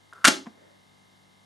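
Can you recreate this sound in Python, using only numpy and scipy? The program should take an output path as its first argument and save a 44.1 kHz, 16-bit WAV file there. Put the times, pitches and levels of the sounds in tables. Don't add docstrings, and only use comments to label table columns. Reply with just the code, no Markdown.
import sys
import numpy as np
from scipy import signal
from scipy.fft import rfft, irfft, next_fast_len
from scipy.io import wavfile
from scipy.ndimage import uniform_filter1d

SR = 44100
rng = np.random.default_rng(int(sys.argv[2]) if len(sys.argv) > 2 else 0)


def master_out(mix):
    frames = np.transpose(np.atleast_2d(mix))
    ceiling = np.clip(frames, -1, 1)
    pcm = np.round(ceiling * 32767).astype(np.int16)
    wavfile.write(sys.argv[1], SR, pcm)


N = 63945
TIME = np.arange(N) / SR
PUSH_S, SNAP_S, LAND_S = .245, .2527, .2840
ATTACK_S, MAINS_HZ = .00037, 50


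def amp(db):
    return 10 ** (np.asarray(db) / 20)

def unit(x):
    return x / np.sqrt(np.mean(x ** 2) + 1e-20)

def along(points, hz):
    f, v = np.transpose(points)
    return np.interp(np.log(hz + 1), np.log(f + 1), v)

def fade(t, t60):
    return np.exp(-np.log(1000) * t / t60)

def rise(seconds):
    return 1 - np.exp(-TIME / seconds)

def filtered(x, response):
    size = next_fast_len(N + SR // 2)
    return irfft(rfft(x, size) * response(np.fft.rfftfreq(size, 1 / SR)), size)[..., :N]

def coloured(x, points):
    return filtered(x, lambda hz: amp(along(points, hz)))

def pass_filter(x, kind, hz, order):
    return signal.sosfilt(signal.butter(order, hz, kind, fs=SR, output="sos"), x)

def noise(spectrum):
    return unit(coloured(rng.standard_normal(N), spectrum))

def spread(mid, side, width):
    side = coloured(side, width)
    return np.array([mid + side, mid - side])

def add(track, start_s, sound):
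    start = round(start_s * SR)
    track[start:] += sound[:N - start]

def ring(modes, scatter_db=1.5):
    tones = np.zeros(N)
    for hz, db, t60 in modes:
        gain = amp(db + scatter_db * rng.standard_normal())
        tones += gain * fade(TIME, t60) * np.sin(2 * np.pi * hz * TIME)
    return tones * rise(ATTACK_S)

def burst(spectrum, t60):
    return noise(spectrum) * fade(TIME, t60) * rise(ATTACK_S)


# frequency in Hz, relative level in dB.
HISS_COLOUR = [(15, -49.5), (25, -18.5), (192, -4), (500, -11), (954, -13.5), (1270, -15.5), (1410, -16),
               (2070, -14), (2420, -21.5), (3660, -14), (12000, -24), (15600, -63), (22000, -120)]
RUSTLE_COLOUR = [(60, -17.5), (250, -1), (580, 6.5), (1100, -12), (1900, -2.5), (2800, -22), (9000, -38.5)]
# frequency in Hz, side level in dB.
BED_WIDTH = [(60, -5.5), (250, 1), (700, 3), (2500, 0.5), (3600, -0.5), (5000, -37.5)]

def air(rustle_s=.65, width_s=.094):
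    swell = amp(-62.5) * np.exp(-.5 * ((TIME - rustle_s) / width_s) ** 2)
    mid, side = [amp(-66.5) * noise(HISS_COLOUR) + swell * noise(RUSTLE_COLOUR) for _ in range(2)]
    return spread(mid, side, BED_WIDTH)

# frequency in Hz, relative level in dB.
BUZZ_COLOUR = [(50, -20.5), (100, 1.5), (150, -2), (200, -10), (250, -3.5), (320, -13), (600, -13),
               (800, -6.5), (950, -8), (1150, -9), (1250, -9.5), (1400, -24), (1600, -12), (1780, -10.5),
               (1900, -17.5), (2100, -14), (2450, -28), (2800, -15), (3300, -14.5), (4500, -19),
               (10000, -32.5)]

def mains_buzz():
    hz = MAINS_HZ * np.arange(1, 150)
    phases = 2 * np.pi * rng.random((2, len(hz)))
    gains = amp(along(BUZZ_COLOUR, hz))
    angles = 2 * np.pi * hz[:, None] * TIME[:round(SR / MAINS_HZ)]
    cycles = [gains @ np.cos(angles + phase[:, None]) for phase in phases]
    mid, side = [unit(np.resize(cycle, N)) for cycle in cycles]
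    return amp(-65.5) * spread(mid, side, BED_WIDTH)

# pitch in Hz, relative level in dB, t60 in seconds.
CHASSIS_MODES = [(2090, 0, .024), (3700, 0, .015), (950, -10, .035)]

def chassis_buzz(delay_s=.0135):
    pulses = np.diff(np.floor((TIME - delay_s) * MAINS_HZ), prepend=-1)
    ping = ring(CHASSIS_MODES) * rise(.003)
    return amp(-70.5) * unit(signal.fftconvolve(pulses, ping)[:N])

def motor(hz=191.7, fade_in_s=.2):
    fade_in = np.clip((TIME - LAND_S) / fade_in_s, 0, 1)
    return amp(-69.5) * unit(np.sin(2 * np.pi * hz * TIME)) * fade_in

# frequency in Hz, t60 in seconds.
ROOM_DECAY = [(100, 0.23), (330, 0.44), (700, .31), (1400, 0.26), (2500, .25), (4000, 0.28), (11000, .23)]
# frequency in Hz, gain in dB.
ROOM_EQ = [(60, -18), (160, -2), (240, -3.5), (360, 1), (600, -1), (850, 2.5), (1400, -3.5), (2400, -0.5),
           (6000, 4), (11000, -1)]
ROOM_SIDE_EQ = [(100, -3), (350, -8), (700, -1), (2200, 1), (3300, -3), (4000, -50)]

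def room(x):
    hz, t, spectra = signal.stft(rng.standard_normal((2, N)), SR, nperseg=256)
    spectra *= fade(t, along(ROOM_DECAY, hz)[:, None])
    tails = signal.istft(spectra, SR, nperseg=256)[1][:, :N] * rise(.005)
    mid, side = [signal.fftconvolve(x, tail / np.linalg.norm(tail))[:N] for tail in tails]
    return spread(coloured(mid, ROOM_EQ), coloured(side, ROOM_EQ), ROOM_SIDE_EQ)

# pitch in Hz, level in dB, t60 in seconds.
FRAME_MODES = [(1380, -4, .2), (1740, -10, .2), (2208, -6, .2), (2763, -4, .15), (3050, -9, .17),
               (3515, -10, .19), (3600, -9, .13), (4475, -10, .14), (4782, -10, .16), (5694, -12, .18),
               (9058, -8, .13)]
BOOM_MODES = [(172, -4, .18), (282, -6, .2), (318, -1, .26), (350, -4, .26), (383, 0, .34), (540, -7, .22),
              (608, -9, .22)]

def deck_body(push_hz=70):
    out = np.zeros(N)
    add(out, PUSH_S, amp(-49) * fade(TIME, t60=.048) * np.sin(2 * np.pi * push_hz * TIME))
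    add(out, SNAP_S, amp(-19) * ring(FRAME_MODES))
    add(out, LAND_S, amp(-28.5) * ring(BOOM_MODES) * rise(.025))
    return out

# frequency in Hz, relative level in dB.
PUFF_COLOUR = [(30, -24), (120, -16), (250, -3), (600, -1), (850, 0), (1500, -5.5), (4000, -25.5),
               (10000, -39)]

def puff():
    return burst(PUFF_COLOUR, t60=.04)

# frequency in Hz, relative level in dB.
CRACK_COLOUR = [(100, -25.5), (400, -11.5), (900, -7.5), (1700, 0.5), (2700, -0.5), (3700, 1.5),
                (6000, -3.5), (8500, -4), (10500, -8.5), (12000, -14.5)]

def crack():
    return burst(CRACK_COLOUR, t60=.024)

# pitch in Hz, level in dB, t60 in seconds.
STOP_MODES = [(234, 0, .055), (330, -16, .05), (689, -13, .035), (888, -19, .03), (1390, -22, .02),
              (1910, -27, .02)]
# start in seconds, level in dB, puff relative to ring in dB.
STOP_KNOCKS = [(0.459, -47, -1), (.4657, -36, -3), (.470, -29, -14), (1.417, -63, -5)]

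def key_knocks():
    out = np.zeros(N)
    for start_s, db, puff_db in STOP_KNOCKS:
        add(out, start_s, amp(db) * (ring(STOP_MODES) + amp(puff_db) * puff()))
    return out

# pitch in Hz, level in dB, t60 in seconds.
LEVER_MODES = [(720, -17, .025), (1150, -18, .03), (1310, -9, .035), (1405, -2, .04), (1550, -6, .035),
               (1748, -12, 0.028), (2780, -9, .024)]

def lever(detune=.018):
    stretch = 1 + detune * rng.standard_normal()
    modes = [(hz * stretch, db, t60) for hz, db, t60 in LEVER_MODES]
    return pass_filter(ring(modes), "high", hz=750.4, order=2)

# frequency in Hz, relative level in dB.
RUB_COLOUR = [(60, -40.5), (200, -18), (700, -20), (950, -24), (1100, -13), (1220, -13), (1330, 2.5),
              (1420, -4), (1560, -13), (1750, -24), (2500, -33), (9000, -38.5)]
# start in seconds, then lever ring, crack and puff levels in dB.
LEVER_TICKS = [(.1262, -32.5, -70, -60), (.1325, -41, -47.5, -49), (0.165, -43, -72, -66),
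               (0.18, -41, -72, -66), (.186, -43, -72, -66), (0.219, -44.5, -65.5, -64),
               (0.2409, -35, -48, -56)]

def key_press(rub_from_s=.15, rub_to_s=.244):
    sliding = 1. * ((TIME > rub_from_s) & (TIME < rub_to_s))
    out = amp(-53) * noise(RUB_COLOUR) * uniform_filter1d(sliding, size=256)
    for start_s, lever_db, crack_db, puff_db in LEVER_TICKS:
        soft_ring = pass_filter(lever(), "low", hz=1550, order=4)
        add(out, start_s, amp(lever_db) * soft_ring + amp(crack_db) * crack() + amp(puff_db) * puff())
    return out

# pitch in Hz, level in dB, t60 in seconds.
CASE_MODES = [(185, -14, .04), (228, -5.5, .035), (272, -6.5, 0.045), (550, -7.5, 0.051), (617, -11.5, .03),
              (790, -14, .04)]
# start in seconds, then lever ring, crack and thud levels in dB.
HARD_CONTACTS = [(.2440, -10, -17, -33.5), (0.2484, -0.5, -10, -30), (0.2518, -14.5, -4.5, -32),
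                 (0.2551, -4.5, -14.5, -35), (0.2615, -15.5, -20, -36.5), (0.2696, -11, -13, -21.5),
                 (0.2762, -9, -8, -30), (0.281, -17.5, -7.5, -11), (.2840, -22.5, -12.5, -11),
                 (0.2882, -20.5, -19.5, -30.5)]

def mechanism():
    out = np.zeros(N)
    for start_s, lever_db, crack_db, thud_db in HARD_CONTACTS:
        thud = ring(CASE_MODES) + amp(-7.5) * puff()
        add(out, start_s, amp(lever_db) * lever() + amp(crack_db) * crack() + amp(thud_db) * thud)
    return out

# frequency in Hz, left over right in dB.
PAN_CURVE = [(60, 3), (200, -1), (360, -1.5), (700, 1), (1800, 1.5), (3800, -.3), (5000, 0)]

def scene():
    hits = pass_filter(key_press() + key_knocks() + mechanism(), "high", hz=150, order=4)
    deck = hits + deck_body() + amp(-11) * room(hits)
    panned = filtered(deck, lambda hz: amp(along(PAN_CURVE, hz) * np.array([[.5], [-.5]])))
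    return panned + mains_buzz() + chassis_buzz() + motor() + air()

def record(dry):
    ceiling, top_hz = .9, 12300
    rounded = dry / (1 + np.abs(dry / ceiling) ** 6) ** (1 / 6)
    return filtered(rounded, lambda hz: 1 / np.sqrt(1 + (hz / top_hz) ** 160))


dry = scene()
out = record(dry)
master_out(out)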